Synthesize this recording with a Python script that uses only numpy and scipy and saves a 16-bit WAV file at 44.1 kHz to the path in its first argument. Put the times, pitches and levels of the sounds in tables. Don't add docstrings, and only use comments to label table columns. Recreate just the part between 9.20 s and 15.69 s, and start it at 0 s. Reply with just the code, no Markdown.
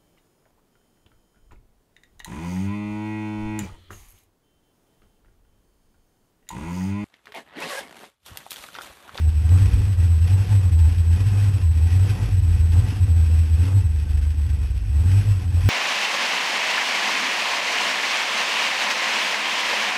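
import sys
import numpy as np
from scipy import signal
from scipy.fft import rfft, irfft, next_fast_len
from scipy.io import wavfile
from scipy.ndimage import uniform_filter1d, map_coordinates

SR = 44100
rng = np.random.default_rng(int(sys.argv[2]) if len(sys.argv) > 2 else 0)


def int16_out(signal):
    q = np.round(np.clip(np.atleast_2d(signal).T, -1, 1) * 32767)
    wavfile.write(sys.argv[1], SR, q.astype(np.int16))


N = 286209

# [t/s, share of amplitude lost/0-1, time from centre to 1/e of the sag/s]
STUMBLES = [(0.122, 0.5, 0.036), (0.501, 0.86, 0.084), (0.642, 0.86, 0.088), (0.76, 0.58, 0.023),
            (1.078, 0.63, 0.023), (1.259, 0.9, 0.071), (1.424, 0.58, 0.028), (1.506, 0.76, 0.014),
            (1.753, 0.73, 0.036), (1.848, 0.59, 0.031), (1.986, 0.73, 0.028), (2.16, 0.67, 0.13),
            (2.406, 0.71, 0.034), (2.698, 0.54, 0.026), (2.972, 0.82, 0.081), (3.084, 0.88, 0.046),
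            (3.214, 0.73, 0.013), (3.378, 0.98, 0.012), (3.674, 1, 0.018), (3.746, 0.97, 0.044),
            (3.869, 0.92, 0.018), (4.274, 0.62, 0.039), (4.504, 0.64, 0.051), (4.631, 0.82, 0.011),
            (4.86, 0.62, 0.035), (5.151, 1, 0.022), (5.287, 0.92, 0.027), (5.486, 0.63, 0.041),
            (5.664, .72, 0.025), (6.044, 0.91, 0.035), (6.23, 1, 0.054)]
CYLINDERS = [0.99, 0.63, 0.93, 0.92, 0.86, 1.46, 0.59, 0.87]


def amp(db):
    return 10 ** (np.asarray(db) / 20)


def unit(x):
    return x / np.sqrt(np.mean(x ** 2) + 1e-20)


def curves(rows):
    s, *cols = np.transpose(rows)
    t = np.arange(N) / SR
    return [np.interp(t, s, c) for c in cols]


def wobble(rate):
    knots = rng.standard_normal(int(N * rate / SR) + 4)
    return map_coordinates(knots, [np.arange(N) * rate / SR])


def filtered(x, response):
    m = next_fast_len(N + SR // 2)
    spectrum = rfft(x, m) * response(np.fft.rfftfreq(m, 1 / SR))
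    return irfft(spectrum, m)[..., :N]


def resonance(hz, centre, width):
    return 1j * hz * width / (centre ** 2 - hz ** 2 + 1j * hz * width)


def cabin(x, spectrum):
    # [f/Hz, width/Hz, lift/dB]
    panel_modes = [(273.7, 10.8, 8.5), (485.4, 18, 5.5), (830, 43, 6), (2526, 135, 8.5)]
    f, db = np.transpose(spectrum)

    def response(hz):
        broad = amp(np.interp(np.log(hz + 1), np.log(f), db))
        ring = 1 + sum((amp(lift) - 1) * resonance(hz, c, w) for c, w, lift in panel_modes)
        return broad * ring

    return unit(filtered(x, response))


def steady(x, seconds):
    power = np.abs(uniform_filter1d(x ** 2, int(seconds * SR)))
    return x / np.sqrt(power + 1e-4)


def firings(turns, scatter_db, jitter):
    at = np.flatnonzero(np.diff(np.floor(turns)) > 0)
    chance = rng.standard_normal((len(at), 2))
    size = np.resize(CYLINDERS, len(at)) * amp(scatter_db * chance[:, 0])
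    moved = np.clip(at + jitter * SR * chance[:, 1], 0, N - 1).astype(int)
    return np.bincount(moved, size, N)


def puffs(pulses, t60):
    t = np.arange(SR // 8) / SR
    envelope = signal.fftconvolve(pulses, amp(-60 * t / t60))[:N]
    return unit(envelope * rng.standard_normal(N))


def engine():
    # [t/s, firing rate/Hz, boom level before effort and cabin uptake/dB, effort/dB]
    idle_course = [(0, 78.04, -14.5, -1), (.3, 77.3, -13.5, -1), (.8, 80, -13.5, -.5), (1.6, 78.74, -12, 0),
                   (2.1, 79.15, -13.5, 0), (2.55, 77.75, -13.5, -.5), (3.35, 79.75, -14, -0.1),
                   (3.95, 80.5, -14.5, 1.5), (4.3, 80.46, -13, 1), (4.58, 78.5, -12.5, 0.5),
                   (4.66, 73.35, -18.5, -2), (5.2, 75.88, -15.5, -1.5), (5.42, 70.76, -18.5, -2),
                   (5.69, 63.84, -17, -6), (5.75, 68.04, -15, -0.7), (5.9, 77.95, -16, -0.5),
                   (6.3, 80.6, -15, -0.5)]
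    # [start t/s, rise/s, hold/s, fall/s, firing rate the speed heads up by/Hz, effort/dB]
    surge_events = [(.23, .11, .27, .15, 22, 6.6), (.76, .04, .08, .06, 3, 2.5),
                    (.97, .13, .23, .14, 21, 5.3), (1.6, .08, .06, .08, 9, 3.5),
                    (1.86, .11, .26, .22, 22, 5.5), (2.54, .27, .22, .2, 21, 5.4),
                    (3.23, .04, .08, .06, 4, 1.7), (3.5, .06, .14, .12, 20, 6),
                    (4.34, .1, .14, .05, 20, 3.6), (5.71, .17, .19, .2, 22, 5.7),
                    (6.32, .09, .15, .2, 20, 6.5)]
    flywheel_s = .07
    t = np.arange(N) / SR
    idle_hz, boom_db, effort = curves(idle_course)
    pull_hz = np.zeros(N)
    for start, rise, hold, fall, gained_hz, db in surge_events:
        surge = np.interp(t, np.cumsum([start, rise, hold, fall]), [0, 1, 1, 0])
        effort = effort + db * surge
        pull_hz += gained_hz * surge
    step = 1 / (flywheel_s * SR)
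    speed_hz = idle_hz + signal.lfilter([step], [1, step - 1], pull_hz)
    return effort, np.cumsum(speed_hz) / SR, boom_db


def misfires(turns):
    chance_per_cycle, mean_loss, mean_half_s = .95, .57, .011
    recovery_s = .05
    place, happens, depth, length = rng.random(size=(100, 4)).T
    firing_number = (np.arange(len(place)) + place) * len(CYLINDERS)
    at = np.interp(firing_number, turns, np.arange(N) / SR, right=np.inf)
    clear = np.abs(at[:, None] - np.array(STUMBLES)[:, 0]).min(axis=1) > recovery_s
    rows = np.column_stack([at, mean_loss * (.5 + depth), mean_half_s * (.5 + length)])
    return rows[(happens < chance_per_cycle) & clear & np.isfinite(at)].tolist()


def boom(turns, boom_db):
    # [f/Hz, gain/dB]
    uptake_curve = [(38, -8), (60, -5), (72, 0.5), (81, -0.5), (89, -1.5), (97, 0.5), (108, 5.5), (135, -6),
                    (200, 7)]
    slip_rad = 0.57
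    t = np.arange(N) / SR
    level = amp(boom_db + .9 * wobble(35))
    slips = np.zeros(N)
    sags = STUMBLES + misfires(turns)
    for (s, lost, half), chance in zip(sags, rng.standard_normal(size=150)):
        near = slice(max(int((s - .25) * SR), 0), int((s + .25) * SR))
        sag = np.exp(-((t[near] - s) / half) ** 2)
        level[near] *= 1 - np.clip(lost, 0, 1) * sag
        slips[near] += slip_rad * chance * lost ** 2 * sag / np.sum(sag)
    phase = 2 * np.pi * turns + np.cumsum(slips) + 0.28 * wobble(35)
    firing_tone = level * np.sqrt(2) * np.sin(phase)
    taken_up = filtered(firing_tone, lambda hz: amp(np.interp(hz, *np.transpose(uptake_curve))))
    octave = amp(-32.5) * level * np.sin(2 * phase)
    return taken_up + octave


def drone(turns):
    # [f/Hz, width of one pass/Hz, relative level/dB]
    air_modes = [(32, 5, -21), (51, 3.5, 0), (64, 6, -9), (81, 6, -9), (97, 6, -5)]
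    # [t/s, level before gain_db and swell/dB]
    drone_course = [(0, -30.0), (0.3, -27.5), (0.58, -25.0), (0.82, -35.5), (1.25, -31.5), (1.55, -37.0),
                    (1.85, -33.0), (2.3, -32.5), (2.6, -36.0), (3.1, -29.5), (3.5, -30.5), (3.88, -27.5),
                    (4.4, -37.0), (4.9, -29.5), (5.15, -33.5), (5.55, -28.0), (5.85, -32.0), (6.48, -29.0)]
    gain_db = 5
    blasts = firings(turns, scatter_db=8.5, jitter=0.0036)
    uneven = blasts - uniform_filter1d(blasts, SR // 20)
    modes = lambda hz: sum(amp(db) * resonance(hz, c, w) ** 2 for c, w, db in air_modes)
    ring = steady(unit(filtered(uneven, modes)), .15)
    swell_db = 1.5 * wobble(9)
    return amp(curves(drone_course)[0] + gain_db + swell_db) * ring


def exhaust(turns, effort):
    # [f/Hz, relative level/dB]
    bark_spectrum = [(45, -49), (75, -21.5), (110, 8), (150, 1.5), (200, -4), (245, -10.5), (320, -12.5),
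                     (400, -17), (550, -33), (1500, -72)]
    # [f/Hz, relative level/dB]
    roar_spectrum = [(200, -60), (330, -1), (400, -1), (490, 0.5), (560, -3), (650, -4.5), (790, -6),
                     (950, -5), (1250, -4.5), (1600, -12.5), (3000, -57)]
    bark_db, bark_grows = -38, 1.03
    roar_db, roar_grows = -52, 1.11
    bark_blasts = firings(turns, scatter_db=2.5, jitter=0.0011)
    bark_mix = unit(bark_blasts) + 1.17 * puffs(bark_blasts, t60=0.14)
    bark = steady(cabin(bark_mix, bark_spectrum), .08)
    roar_blasts = firings(turns, scatter_db=2.5, jitter=0.00058)
    roar_mix = 0.26 * unit(roar_blasts) + puffs(roar_blasts, t60=0.18)
    roar = steady(cabin(roar_mix, roar_spectrum), 0.075)
    bark_gain = amp(bark_db + bark_grows * effort)
    roar_gain = amp(roar_db + roar_grows * effort + 1.6 * wobble(18))
    return bark_gain * bark + roar_gain * roar


def rasp(turns, effort):
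    # [f/Hz, relative level/dB]
    rasp_spectrum = [(600, -23), (1200, -7.5), (1550, 3.5), (2200, 1), (2600, 0), (3200, 3), (3700, -0.5),
                     (4000, -4)]
    level_db, grows = -45, 0.86
    gas = puffs(firings(turns, scatter_db=5.8, jitter=.0006), t60=0.11)
    clatter = puffs(firings(2 * turns, scatter_db=5, jitter=.001), t60=0.036)
    rush = rng.standard_normal(N)
    mix = steady(cabin(gas + amp(-3.6) * clatter + amp(0.5) * rush, rasp_spectrum), 0.07)
    lope = np.sin(2 * np.pi * turns / len(CYLINDERS))
    return amp(level_db + grows * effort + 0.59 * lope + 1.62 * wobble(30)) * mix


def buzzes(effort):
    # [f/Hz, width of one pass/Hz, level against level_db/dB]
    buzz_modes = [(285, 48, -9.5), (745, 38, -12), (875.7, 35, -13.5), (1025, 28, -16.5), (1562, 91, -15.5),
                  (1921, 77, -13), (2700, 83, -14.5)]
    level_db, grows = -50.5, 0.98
    out = np.zeros(N)
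    for c, w, db in buzz_modes:
        ring = unit(filtered(rng.standard_normal(N), lambda hz: resonance(hz, c, w) ** 2))
        out += amp(level_db + grows * effort + db + 4.2 * wobble(16)) * ring
    return out


def ticks():
    # [t/s, starting level of the ping/dB]
    tick_events = [(.2922, -29)]
    t = np.arange(SR // 40) / SR
    out = np.zeros(N)
    for s, db in tick_events:
        ping = np.sin(2 * np.pi * 3000 * t)
        snap = amp(-60 * t / 0.015) * (ping + 0.92 * rng.standard_normal(len(t)))
        out[round(s * SR):][:len(t)] += amp(db) * snap
    return out


def scene():
    effort, turns, boom_db = engine()
    effort = effort + .7 * wobble(16)
    boom_grows = 0.33
    low = boom(turns, boom_db + boom_grows * effort) + drone(turns)
    return (low + exhaust(turns, effort) + rasp(turns, effort) + buzzes(effort) + ticks())[None]


def record(dry):
    sample_hz, top_hz = 8000, 12900
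    n = np.arange(N)
    smooth = filtered(dry[0], lambda hz: hz < sample_hz / 2)
    held_at = (n * sample_hz // SR) * SR / sample_hz
    held = np.interp(held_at, n, smooth)
    return filtered(held, lambda hz: hz < top_hz)[None]


dry = scene()
out = record(dry)
int16_out(out)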